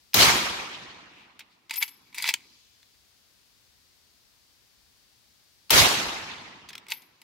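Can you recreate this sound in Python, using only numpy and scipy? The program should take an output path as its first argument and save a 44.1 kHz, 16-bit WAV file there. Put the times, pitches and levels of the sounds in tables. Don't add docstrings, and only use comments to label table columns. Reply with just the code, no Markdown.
import sys
import numpy as np
from scipy import signal
from scipy.fft import rfft, irfft, next_fast_len
from scipy.io import wavfile
from scipy.ndimage import uniform_filter1d, minimum_filter1d

SR = 44100
rng = np.random.default_rng(int(sys.argv[2]) if len(sys.argv) > 2 else 0)


def waveform_to_disk(signal):
    frames = np.transpose(np.atleast_2d(signal))
    scaled = np.clip(frames, -1, 1) * 32767
    samples = np.round(scaled).astype(np.int16)
    wavfile.write(sys.argv[1], SR, samples)


N = 318843
BINS = np.fft.rfftfreq(2048, 1 / SR)
# t/s, blast gain/dB, echo gain/dB
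SHOTS = [(0.143, 5.5, 6), (5.7052, 3.5, 5.5)]


def amp(db):
    return 10 ** (np.asarray(db) / 20)


def unit(x):
    return x / np.sqrt(np.mean(x ** 2) + 1e-20)


def jitter(shape, span):
    return unit(uniform_filter1d(rng.standard_normal(shape), span))


def read(points, hz):
    f, value = np.transpose(points)
    return np.interp(np.log(hz + 1), np.log(f + 1), value)


def add(mix, at_s, sound):
    part = mix[:, round(at_s * SR):][:, :sound.shape[1]]
    part += sound[:, :part.shape[1]]


def pan(db):
    return amp(np.array([db, -db]) / 2)


def place(x, balance):
    size = next_fast_len(x.shape[1])
    gains = pan(read(balance, np.fft.rfftfreq(size, 1 / SR)))
    return irfft(rfft(x, size) * gains, size)[:, :x.shape[1]]


def correlate(x, coherence):
    return np.array([x[0], coherence * x[0] + np.sqrt(1 - coherence ** 2) * x[1]])


def noise(coherence, size):
    return correlate(rng.standard_normal((2, size)), coherence)


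def colour(x, db):
    log_gain = np.log(amp(np.r_[db, db[-2:0:-1]]))
    taps = np.fft.ifft(np.exp(np.conj(signal.hilbert(log_gain)))).real
    return signal.fftconvolve(x, taps[None] / np.linalg.norm(taps), axes=1)[:, :x.shape[1]]


def background(gain_db=-63):
    # f/Hz, density/dB
    spectrum = [(18, -38.5), (30, -9.5), (64, -2.5), (121, -7.5), (145, -12.5), (179, -10), (584, -16.5),
                (822, -16.5), (889, -16), (1320, -18), (2830, -14.5), (4650, -9), (8080, -19.5),
                (13300, -23), (16000, -24)]
    # f/Hz, L-R/dB
    balance = [(60, 4.5), (180, 2.5), (550, 4), (1650, 9.5), (4970, 0.5), (15000, 13)]
    hiss = irfft(rfft(noise(0.1, N)) * amp(read(spectrum, np.fft.rfftfreq(N, 1 / SR))), N)
    return amp(gain_db) * place(unit(hiss), balance)


def sleeves(width_oct=0.35, side_db=2):
    # t/s, level/dB, half-width/s, centre/Hz
    rustles = [(1.189, -43.5, 0.079, 2600), (1.528, -56.5, .035, 3970)]
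    out, t = np.zeros((2, N)), np.arange(N) / SR
    for at, db, width, centre in rustles:
        band_db = -20 * np.log10(1 + (np.log2((BINS + 20) / centre) / width_oct) ** 2)
        out += amp(db) * np.exp(-((t - at) / width) ** 2) * colour(noise(0.3, N), band_db)
    return pan(side_db)[:, None] * out


def field_scatter(x, near_db=-24, near_t60_s=0.17, far_db=-35, far_cut_hz=4400, far_rise_s=0.26):
    t = np.arange(SR // 4) / SR
    stubble = rng.standard_normal((2, len(t))) * amp(-60 * t / near_t60_s)
    near = signal.lfilter(*signal.butter(1, 7000, fs=SR), stubble)
    far = signal.lfilter(*signal.butter(3, far_cut_hz, "high", fs=SR), wood_echo())
    far *= np.minimum(np.arange(far.shape[1]) / SR / far_rise_s, 1) ** 2
    return sum(amp(db) * signal.fftconvolve(x, taps / np.linalg.norm(taps[0]), axes=1)[:, :N]
               for db, taps in ((near_db, near), (far_db, far)))


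def cases(side_db=8, throb=0.43, rise_s=0.0079, wander_hz=32, shimmer_db=3.5):
    # t/s, gain/dB, tumble rate/Hz
    ejections = [(1.767, -16.5, 38.5), (6.918, -29, 33.8)]
    # f/Hz, level/dB, t60/s
    modes = [(5240, -23.5, 0.44), (10900, -15, 0.34), (12270, 1.5, 0.27), (15030, -10, .2)]
    out, t = np.zeros((2, N)), np.arange(SR // 2) / SR
    for at, db, tumble_hz in ejections:
        for hz, mode_db, t60 in modes:
            phase = 2 * np.pi * rng.random((2, 1))
            wander, shimmer = jitter((2, len(t)), 400)
            ring = np.sin(2 * np.pi * np.cumsum(hz + wander_hz * wander) / SR + phase)
            envelope = amp(db + mode_db - 60 * t / t60 + shimmer_db * shimmer) * (1 - np.exp(-t / rise_s))
            tumble = 1 + throb * np.cos(2 * np.pi * tumble_hz * t + phase)
            add(out, at, pan(side_db)[:, None] * envelope * ring * tumble)
    return out


def contact_noise(size):
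    # f/Hz, coherence
    coherence = [(100, 0.86), (1400, .92), (3200, 1), (7000, 0.43), (14000, .05)]
    n = next_fast_len(size)
    white = rfft(rng.standard_normal((2, n)))
    return irfft(correlate(white, read(coherence, np.fft.rfftfreq(n, 1 / SR))), n)[:, :size]


def action_db(ring_db, uneven_db=0.5, ripple_db=3.5):
    # f/Hz, density/dB
    body = [(60, -32), (250, -25.5), (600, -26), (1200, -13), (1800, -6.5), (3500, -1), (5000, -4.5),
            (8000, -12.5), (12000, -13), (16000, -18)]
    # f/Hz, width/Hz, level/dB
    modes = [(900, 100, -3.5), (992.7, 130, -8), (2020, 130, 2.5), (2247, 240, 6), (2622, 250, -0.5),
             (3410, 240, -2.5), (4000, 81, -7), (4830, 83, -5.5)]
    drives_db = ring_db - uneven_db * rng.standard_normal(len(modes))
    peaks = sum(amp(db + drive) ** 2 / (1 + (2 * (BINS - hz) / width) ** 2) ** 2
                for (hz, width, db), drive in zip(modes, drives_db))
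    broad = amp(read(body, BINS) + ripple_db * jitter(len(BINS), 14))
    return 10 * np.log10(broad ** 2 + peaks)


def bolt_scrape(start_s, stop_s, stop_db, growth_db, grit_db=4.5, loose_s=0.18, settle_s=0.011):
    t = np.arange(start_s, stop_s + loose_s, 1 / SR)
    slips = unit(amp(grit_db * jitter(len(t), 60)))
    to_go = np.maximum(stop_s - t, 0) / (stop_s - start_s)
    settle_db = 32.5 * np.log10(1 + np.maximum(t - stop_s, 0) / settle_s)
    push = amp(stop_db - growth_db * to_go - settle_db) * signal.windows.tukey(len(t), 0.04)
    return contact_noise(len(t)) * slips * push


def action(knock_db=-2, chatter_db=1.5, open_ring_db=3.5, shut_ring_db=-9, slide_ring_db=2):
    # t/s, level/dB, treble/dB, decay/s
    knocks = [(1.392, -23, -0.5, 0.0052), (1.404, -26, -15, 0.0086), (1.6952, -23.5, -7, 0.0046),
              (1.7084, -6, -3.5, 0.003), (1.7376, -19.5, 8, 0.0066), (1.7577, -19, 14, 0.0067),
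              (1.7762, -20.5, -1, .0038), (1.8255, -6.5, 4, 0.0047), (1.8784, -28.5, 9, 0.0079),
              (2.1265, -40, -3, 0.0056), (2.1442, -27.5, 6, 0.0098), (2.1811, -16.5, 0.5, 0.0063),
              (2.2003, -15.5, -21, 0.0022), (2.2225, -16.5, 12, 0.0046), (2.2412, -9, -13, 0.0025),
              (2.2525, -17, -10, 0.0098), (2.2886, -6.5, 0.5, 0.0055), (2.304, -21, -3, 0.0063),
              (2.3396, 1.5, -5, 0.00058), (2.3413, -11, -9, 0.0023), (2.8293, -47, -8, 0.0028),
              (6.6877, -22, -1, 0.0077), (6.704, -25, -10, 0.0042), (6.7302, -22, -8, 0.0042),
              (6.7524, -16, -6.5, 0.0033), (6.7797, -18.5, -2.5, .0019), (6.8663, -29.5, -5, 0.0029),
              (6.884, -26.5, 7, .005), (6.9035, -20, 13, 0.0039), (6.9135, -21, 9, .005),
              (6.9193, -5.5, -2.5, .0036), (7.0198, -35.5, 7, 0.0042), (7.2163, -32, 6, 0.0031)]
    # lead on the shot/s, level/dB, treble/dB, decay/s
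    lock = [(.009, -24, -7, .0012), (.003, -24, -2.5, .0018)]
    # from/s, to/s
    open_spans = [(1.70, 2.335), (6.86, 7.3)]
    # start/s, stop/s, level at stop/dB, growth/dB
    strokes = [(1.713, 1.778, -34.5, -1.5), (1.802, 1.826, -22, 14.5), (2.157, 2.297, -23, 16),
               (6.884, 6.919, -22.5, 21)]
    # f/Hz, L-R/dB
    balance = [(1000, 1.5), (4000, -1), (8000, 8), (15000, 8)]
    out, t = np.zeros((2, N)), np.arange(SR // 10) / SR
    treble = np.clip(np.log2((BINS + 1) / 2500) / 2, 0, 1)
    lock_knocks = [(shot[0] - lead, *blow) for shot in SHOTS for lead, *blow in lock]
    for at, db, treble_db, decay in knocks + lock_knocks:
        is_open = any(a < at < b for a, b in open_spans)
        ring_db = (open_ring_db if is_open else shut_ring_db) - 0.32 * treble_db
        envelope = np.exp(-t / decay) * (1 - np.exp(-t / (0.11 * decay)))
        bounces = amp(chatter_db * jitter(len(t), 16))
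        chatter = unit(contact_noise(len(t)) * bounces * envelope) * np.sqrt(np.mean(envelope ** 2))
        add(out, at, amp(db + knock_db) * colour(chatter, action_db(ring_db) + treble_db * treble))
    for stroke in strokes:
        add(out, stroke[0], colour(bolt_scrape(*stroke), action_db(slide_ring_db) - 3 * treble))
    return place(out, balance)


def roll_db(t, peak_s=0.092, swell_db=10, spread_db_per_decade=12.5, fade_db_per_s=27):
    rise_db = swell_db * np.minimum(t / peak_s - 1, 0)
    late = np.maximum(t, peak_s)
    fall_db = spread_db_per_decade * np.log10(late / peak_s) + fade_db_per_s * (late - peak_s)
    far_db = -52.5 - t
    return np.maximum(rise_db - fall_db - 1, far_db)


def wood_echo(patch_db=2, flutter_db=0.56, crack_db=11, cracks_per_s=70, turn_at_s=0.11, turn_s=0.3):
    # f/Hz, density/dB
    spectrum = [(20, -24.5), (45, -8), (120, -3.5), (190, -6.5), (300, -3.5), (540, -3), (740, 0),
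                (1000, 0.5), (1500, -0.5), (3800, 2.5), (6500, -1.5), (8200, -8), (13000, -5),
                (16000, -11.5)]
    # f/Hz, loss after 1 s/dB
    loss = [(30, 15.5), (120, -2.5), (300, -2), (600, 8), (1000, 2.5), (1500, 5.5), (2400, 5), (4500, 14),
            (8000, 23), (15000, 52.5)]
    # f/Hz, coherence
    coherence = [(60, 1), (250, 0.7), (640, 0.38), (1400, 0.012)]
    # f/Hz, L-R/dB
    early_side = [(60, -6.5), (150, -8), (380, -4.5), (950, -2), (2380, 0.5), (5980, 0.0), (15000, 2.5)]
    # f/Hz, L-R/dB
    late_side = [(60, 1.5), (150, -0.5), (380, -1.5), (950, -1.5), (2380, -0.5), (5980, 2.5), (15000, 9)]
    # delay/s, boost/dB, half-width/s, centre/Hz
    clumps = [(0.084, 1.5, .018, 4500), (0.151, 5.5, 0.013, 1049), (0.221, 1, 0.028, 6430),
              (.45, 2.5, 0.1, 1000), (.605, 5, 0.022, 3000), (0.763, 4, 0.02, 2810)]
    size = int(2.5 * SR)
    cracks = amp(crack_db) * rng.choice([-1, 1], (2, size)) * (rng.random((2, size)) < cracks_per_s / SR)
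    hz, t, z = signal.stft(rng.standard_normal((2, size)) + cracks, SR, nperseg=512)
    z = correlate(z, read(coherence, hz)[:, None])
    patches = uniform_filter1d(rng.standard_normal(z.shape[1:]), 5, axis=0)
    patches = unit(uniform_filter1d(patches, 4, axis=1))
    loss_db = read(loss, hz)[:, None] * t ** 0.81
    z *= unit(amp(read(spectrum, hz)))[:, None] * amp(patch_db * patches - loss_db)
    for at, db, width, centre in clumps:
        band = np.exp(-np.log2((hz + 1) / centre) ** 2)
        z *= amp(db * np.outer(band, np.exp(-((t - at) / width) ** 2)))
    late = np.clip((t - turn_at_s) / turn_s, 0, 1)
    z *= pan(np.outer(read(early_side, hz), 1 - late) + np.outer(read(late_side, hz), late))
    wash = signal.istft(z, SR, nperseg=512)[1][:, :size]
    wash *= np.minimum(np.arange(size, 0, -1) / SR / 0.2, 1)
    return wash * amp(roll_db(np.arange(size) / SR) + flutter_db * jitter(size, 250))


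def thump(gain_db=-25, length_s=0.16, band_hz=(35, 150), side_db=-8):
    size = int(length_s * SR)
    low = signal.sosfilt(signal.butter(2, band_hz, "band", fs=SR, output="sos"), noise(0, size))
    return amp(gain_db) * pan(side_db)[:, None] * unit(low) * signal.windows.tukey(size, 0.4)


def muzzle_blast(hold_s=0.0027, decay_s=0.0046, side_db=6.5, gain_db=-3):
    # f/Hz, density/dB
    spectrum = [(20, -34), (60, -5.5), (400, -10.5), (1300, -9.5), (2600, -2.5), (5000, 0.5), (8000, -12.5),
                (14000, -2), (16000, -3.5)]
    t = np.arange(SR // 8) / SR
    burst = noise(0.1, len(t)) * np.exp(-np.maximum(t - hold_s, 0) / decay_s)
    return amp(gain_db) * pan(side_db)[:, None] * colour(burst, read(spectrum, BINS))


def scene():
    out = background() + sleeves()
    for at, blast_db, echo_db in SHOTS:
        add(out, at, amp(blast_db) * muzzle_blast())
        add(out, at, amp(echo_db) * wood_echo())
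        add(out, at, amp(echo_db) * thump())
    metal = action() + cases()
    return out + metal + field_scatter(metal)


def record(dry, threshold_db=-11.5, hold_s=0.41, recovery_db_per_s=7.5, band_hz=(42, 15850)):
    dry = signal.sosfilt(signal.butter(4, band_hz[0], "high", fs=SR, output="sos"), dry)
    power_db = 10 * np.log10(abs(uniform_filter1d((dry ** 2).mean(0), 200)) + 1e-12)
    half = int(hold_s * SR / 2)
    held_db = -minimum_filter1d(-power_db, 2 * half + 1, origin=half, mode="nearest")
    ramp_db = np.arange(N) / SR * recovery_db_per_s
    envelope_db = np.maximum.accumulate(held_db + ramp_db) - ramp_db
    duck_db = uniform_filter1d(np.maximum(envelope_db - threshold_db, 0), 40)
    clipped = np.clip(dry / amp(duck_db), -1, 1)
    low_pass = signal.firwin(511, band_hz[1], window=("kaiser", 9), fs=SR)
    return signal.oaconvolve(clipped, low_pass[None], "same")


dry = scene()
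out = record(dry)
waveform_to_disk(out)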